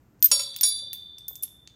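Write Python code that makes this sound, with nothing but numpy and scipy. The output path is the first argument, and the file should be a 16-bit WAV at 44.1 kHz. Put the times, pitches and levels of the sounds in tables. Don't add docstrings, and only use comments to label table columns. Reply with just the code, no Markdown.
import sys
import numpy as np
from scipy import signal
from scipy.fft import rfft, irfft
from scipy.io import wavfile
from scipy.ndimage import uniform_filter1d

SR = 44100
rng = np.random.default_rng(int(sys.argv[2]) if len(sys.argv) > 2 else 0)


def dump(signal):
    limited = np.clip(np.atleast_2d(signal).T, -1, 1)
    pcm = np.round(limited * 32767).astype(np.int16)
    wavfile.write(sys.argv[1], SR, pcm)


def volts_from_db(level):
    exponent = np.asarray(level, float) / 20
    return 10 ** exponent


N = 77175

# start_s, first_spot_db, second_spot_db, softness (times), stand_db
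BLOWS = [
    (.3143, 1, -58, 2.5, 4.5),
    (0.393, -12, -38.5, 2.5, 11),
    (0.6317, -60, -3, 5, -7.5),
    (.819, -63, -72.5, 3.3, 54.5),
]


def read(points, hz):
    f, value = np.transpose(points)
    return np.interp(np.log(hz + 1), np.log(f + 1), value)


def add(mix, start_s, sound):
    part = mix[round(start_s * SR):][:len(sound)]
    part += sound[:len(part)]


def modes(hz, db, t60, seconds, rise_s):
    t = np.arange(round(seconds * SR))[:, None] / SR
    sign = (-1.) ** np.arange(len(hz))
    rings = volts_from_db(db - 60 * t / t60) * np.sin(2 * np.pi * hz * t) * sign
    rise = 1 - np.exp(-(t[:, 0] / rise_s) ** 2)
    return rings.sum(1) * rise


def coloured(points, size):
    spectrum = rfft(rng.standard_normal(size))
    gain = volts_from_db(read(points, np.fft.rfftfreq(size, 1 / SR)))
    noise = irfft(spectrum * gain, size)
    return noise / noise.std()


def hum():
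    # pitch_hz, density_db (per Hz)
    rumble = [(30, -32.5), (56, -2.5), (180, -10), (300, -11.5), (520, -22), (1500, -28.5), (4000, -43),
              (16000, -50)]
    hiss = [(3000, -19), (7000, -9.5), (12600, -29.5), (13300, 1.5), (14000, -18)]
    # pitch_hz, level_db
    mains = [(120, -64.5), (180, -78)]
    t = np.arange(N) / SR
    out = volts_from_db(-60.5) * coloured(rumble, N) + volts_from_db(-79) * coloured(hiss, N)
    for hz, db in mains:
        drift = uniform_filter1d(rng.standard_normal(N), 4000)
        phase = .5 * drift / drift.std()
        out = out + volts_from_db(db) * np.sin(2 * np.pi * hz * t + phase)
    return out


def ticks():
    # start_s, peak_db, centre_hz
    contacts = [(.1945, -55, 5900), (.2025, -55, 7250), (.2205, -50, 7160), (.2258, -4, 6720),
                (.2437, -6.5, 9100), (.2583, -12, 6560), (0.5433, -30, 4600), (.5632, -15, 6826),
                (.5885, -26, 6000), (0.6109, -11, 5330), (.792, -31, 5840), (.9315, -25.5, 4200),
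                (1.184, -27.5, 6500), (1.208, -50, 6000), (1.2822, -21.5, 8370), (1.311, -46, 550),
                (1.3557, -22, 7950), (1.4253, -25, 11800), (1.434, -15.5, 9140), (1.479, -42, 4260),
                (1.6752, -28, 4550), (.3144, -6.5, 7050),
                (.2281, -17, 7700), (.2461, -24, 8000), (.2607, -16.5, 6300), (0.6385, -18, 11000),
                (.9339, -26, 14400), (.2375, -29.5, 5800), (.9316, -14.5, 12800), (1.2824, -21, 12400),
                (.6111, -11.5, 7400), (1.4402, -42.5, 6440), (1.4461, -35, 7850), (1.4583, -42, 6000),
                (1.4372, -30, 6700), (1.4432, -35, 5400), (1.4495, -40, 6200), (1.4531, -40, 5200),
                (.9372, -37, 6900), (.9418, -35, 6000), (1.6, -62, 4500), (0.37, -38, 7300),
                (.2259, -12.5, 15500), (.2438, -15, 19000), (1.4343, -26.5, 6530), (.5634, -21.5, 4150),
                (.5887, -38.5, 14500)]
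    # share_of_centre, level_db
    body_shape = [(.55, -14.5), (.76, -3), (1, 0), (1.2, -5.5), (1.42, -1.5)]
    body_t60, body_gain_db = 0.0039, -10
    out = np.zeros(N)
    impulse = np.r_[1., np.zeros(999)]
    shares, shape_db = np.transpose(body_shape)
    for start_s, peak_db, centre_hz in np.array(contacts):
        edges_hz = [0.49 * centre_hz, min(1.5 * centre_hz, 18500)]
        click = signal.sosfilt(signal.butter(2, edges_hz, "band", fs=SR, output="sos"), impulse)
        pitch_luck, level_luck = rng.uniform(-1, 1, (2, len(shares)))
        body_hz = np.minimum(centre_hz * shares * (1 + .06 * pitch_luck), 17000)
        body = modes(body_hz, shape_db + 3 * level_luck, body_t60, 1000 / SR, .0001)
        add(out, start_s, volts_from_db(peak_db) * (click / abs(click).max() + volts_from_db(body_gain_db) * body))
    return out


def pendant_rings():
    pendant_hz = [13655, 11257, 13435, 15580]
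    # gap_to_twin_hz, twin_db, t60_s
    pendants = [(30.5, -24, 0.057), (70.5, -17, 0.046), (-76, -7.5, 0.09), (59.5, -10, .06)]
    # start_s, then the peak_db of each pendant
    touches = [(0.2031, -54, -89.5, -60, -92), (.2259, -6.5, -60, -36, -46), (.2438, 0, -48, -43, -41),
               (.2584, -12, -61, -50, -53), (0.562, -31.5, -31.5, -59, -35), (0.6105, -12.5, -35, -30, -55),
               (.661, -24, -53, -58, -70), (0.687, -26, -55, -42, -68), (0.9307, -63, -28.5, -29, -41.5),
               (1.183, -74.5, -44.5, -49.5, -71), (1.2815, -28, -43.5, -25, -55),
               (1.303, -40, -73, -46, -78), (1.326, -36, -77, -58, -80), (1.385, -47, -80, -65, -85),
               (1.3565, -33, -77, -60, -71), (1.4254, -23.5, -78, -39, -62), (1.434, -38, -15, -29, -59)]
    gap_hz, twin_db, t60 = np.transpose(pendants)
    hz = np.c_[pendant_hz, pendant_hz - gap_hz].ravel()
    out = np.zeros(N)
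    for start_s, *db in touches:
        rise_s = .0005 if max(db) > -33 else .002
        level_db = np.c_[db, db + twin_db].ravel()
        add(out, start_s, modes(hz, level_db, np.repeat(t60, 2), .3, rise_s))
    return out


def pole():
    long_hz = [3334, 3465, 3481.5, 3508, 3588.5, 3622, 3929, 3979, 4568, 4604, 4581, 4638]
    mid_hz = [4484, 4936, 5529, 5649, 5981, 8366, 6838, 6872, 7122, 7568, 8250, 8400]
    high_hz = [9652, 9781, 9884, 9964, 10021, 10126, 10246, 10580, 10672, 11034, 11250, 11670, 12351, 15298]
    side_hz = [3950, 4460, 4972, 5495, 5580, 6756, 6795, 6925, 8195, 8305, 8861, 9458]
    top_hz = [10340, 10910, 11400, 11830, 12060, 12470, 13150, 13610, 13830, 14185, 14650, 15600]
    stand_hz = [544, 570, 930, 1012, 1330, 1370, 1583, 1938, 2180, 2290, 2347, 2584, 2686, 3036]
    # t60_s, first_spot_peak_db, second_spot_peak_db
    long_rings = [(2.5, -47.5, -52.5), (1.1, -54.5, -61.5), (2.15, -41.5, -32.5), (2.45, -42.5, -33.5),
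                  (2.35, -43.5, -30), (2.35, -40.5, -40), (0.95, -36, -24.5), (0.74, -37.5, -30.5),
                  (0.71, -25.5, -45.5), (0.42, -27.5, -26), (1.2, -54.5, -36), (0.64, -28.5, -19.5)]
    mid_rings = [(0.41, -38, -50.5), (0.2045, -43.5, -59), (0.15, -15, -16), (0.12, -23, -15.5),
                 (.2, -53.5, -49.5), (0.31, -27, -48), (0.15, -16, -33), (0.16, -24.5, -14),
                 (0.1515, -53.5, -47), (0.077, -52.5, -51), (0.17, -25, -49.5), (0.11, -27.5, -21.5)]
    high_rings = [(.15, -25, -45), (0.32, -18, -10.5), (0.39, -31.5, -20.5), (0.17, -47, -25),
                  (0.26, -23, -20), (0.11, -35, -33.5), (0.051, -24.5, -19), (.22, -24, -22),
                  (.2, -33.5, -22.5), (0.24, -28, -26.5), (0.2, -36, -46), (0.19, -32.5, -36.5),
                  (0.25, -35.5, -61.5), (.22, -41.5, -31.5)]
    side_rings = [(1, -36, -43), (.3, -41.5, -55.5), (.2, -43.5, -58.5), (0.05, -28.5, -39.5),
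                  (0.17, -32.5, -23.5), (.22, -27.5, -36), (0.25, -26.5, -29), (.15, -35.5, -26.5),
                  (0.084, -34, -45), (0.086, -31, -36), (.19, -41.5, -43), (0.37, -41.5, -42)]
    top_rings = [(.2, -42.5, -46.5), (.25, -44.5, -42), (0.1185, -42, -36.5), (0.23, -35.5, -33.5),
                 (.3, -44, -54), (0.201, -46, -47), (.14, -35.5, -50.5), (.18, -41, -58.5), (.25, -53, -57),
                 (.2, -44.5, -38), (.12, -44, -55.5), (.2, -52.5, -53)]
    stand_rings = [(0.26, -45.5, -57.5), (0.24, -47.5, -46.5), (0.065, -46, -52), (0.12, -42.5, -60),
                   (0.1, -41.5, -62.5), (0.13, -44.5, -61.5), (0.065, -58, -64), (0.15, -54.5, -52.5),
                   (0.053, -40, -53.5), (0.22, -58, -32), (0.098, -41, -57), (0.11, -43, -45.5),
                   (0.091, -36.5, -52.5), (0.14, -42.5, -57)]
    # pitch_hz, level_db
    crack = [(400, -18), (900, -7.5), (2500, -6), (5000, 9), (10000, -6), (13000, -10.5), (15400, -13),
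             (16200, -30.5)]
    crack_db, crack_t60 = -22, 0.12
    grip_s, grip_db = .6318, -23
    tube_hz = np.concatenate([long_hz, mid_hz, high_hz, side_hz, top_hz])
    tube_rings = np.concatenate([long_rings, mid_rings, high_rings, side_rings, top_rings])
    tube, stand = np.c_[tube_hz, tube_rings], np.c_[stand_hz, stand_rings]
    out = np.zeros(N)
    crack_t = np.arange(6000) / SR
    for start_s, first_db, second_db, softness, stand_db in BLOWS:
        blow_db = max(first_db, second_db)
        since_grip = np.arange(N - round(start_s * SR) + 1) / SR + start_s - grip_s
        damped = volts_from_db(grip_db * (start_s < grip_s - .01) * np.clip(since_grip / .004, 0, 1))
        dull_db_per_oct = -16.5 * (stand_db > 20)
        bodies = ((tube.T, 0, softness * .0002), (stand.T, stand_db, .0015))
        for (hz, t60, a_db, b_db), extra_db, rise_s in bodies:
            db = np.maximum(first_db + a_db, second_db + b_db) + extra_db
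            db = db + dull_db_per_oct * np.log2(hz / hz[0])
            db = db - 10.5 * (t60 > .4) * (blow_db < -6)
            ring = modes(hz, db, t60, N / SR - start_s, rise_s)
            add(out, start_s, ring * damped[:len(ring)])
        fade = volts_from_db(crack_db + blow_db - 60 * crack_t / crack_t60)
        add(out, start_s, coloured(crack, len(crack_t)) * fade)
    return out


def flutter(x):
    # low_hz, high_hz
    steady_hz = (3290, 4750)
    hz, t, z = signal.stft(x, SR, nperseg=512, noverlap=384)
    patches = rng.standard_normal((len(t), len(hz)))
    patches = uniform_filter1d(patches, size=6, axis=0)
    patches = uniform_filter1d(patches, size=2, axis=1)
    loose = (hz < steady_hz[0]) | (hz > steady_hz[1])
    from_blow_s = abs(t[:, None] - np.transpose(BLOWS)[0]).min(1, keepdims=True)
    loose = loose * np.clip(from_blow_s / .02 - .4, 0, 1)
    gain = volts_from_db(3 * loose * patches / patches.std()).T
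    return signal.istft(z * gain, SR, nperseg=512, noverlap=384)[1][:N]


def room(x):
    # pitch_hz, t60_s
    room_t60 = [(500, 1), (2000, 0.55), (5000, 0.39), (9000, 0.43), (14000, 0.31)]
    taps = np.zeros(SR)
    at = np.arange(150, SR - 20, 20)
    taps[at + rng.integers(0, 20, len(at))] = rng.choice([-1., 1.], len(at))
    hz, t, z = signal.stft(taps, SR, nperseg=128)
    decay = volts_from_db(-60 * t / read(room_t60, hz)[:, None])
    tail = signal.istft(z * decay, SR, nperseg=128)[1]
    return signal.fftconvolve(x, tail / np.linalg.norm(tail))[:N]


def scene():
    # delay_s, level_db
    near_echoes = [(.0011, -17.5), (.0067, -23.5), (.011, -19.5), (.0235, -19.5)]
    floor = hum()
    tick, ring, metal = ticks(), pendant_rings(), flutter(pole())
    mix = tick + ring + metal
    add(mix, 0.0022, volts_from_db(-9) * (tick + 0.56 * ring))
    for k, (delay_s, db) in enumerate(near_echoes):
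        add(mix, delay_s, (-1) ** k * volts_from_db(db) * (tick + 0.2806 * ring))
    mix = mix + room(volts_from_db(-10) * tick + volts_from_db(-17.5) * ring + volts_from_db(-13) * metal)
    return (mix + floor)[None]


def low_pass(x):
    return signal.sosfilt(signal.butter(12, 17150, fs=SR, output="sos"), x)


def record(dry):
    duck_from_db, duck_share, recover_db_per_s = -26, 0.098, 1.5
    power_db = 10 * np.log10(abs(uniform_filter1d(dry[0] ** 2, 800)) + 1e-12)
    fall_db = np.arange(N) * recover_db_per_s / SR
    held_db = np.maximum.accumulate(power_db + fall_db) - fall_db
    over_db = np.maximum(held_db - duck_from_db, 0)
    gain_db = duck_share * (over_db.max() - uniform_filter1d(over_db, 400)) - 1.5
    ducked = dry * volts_from_db(gain_db)
    limited = signal.oaconvolve(ducked, signal.firwin(101, 16400, fs=SR)[None], "same")
    return low_pass(limited)


dry = scene()
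out = record(dry)
dump(out)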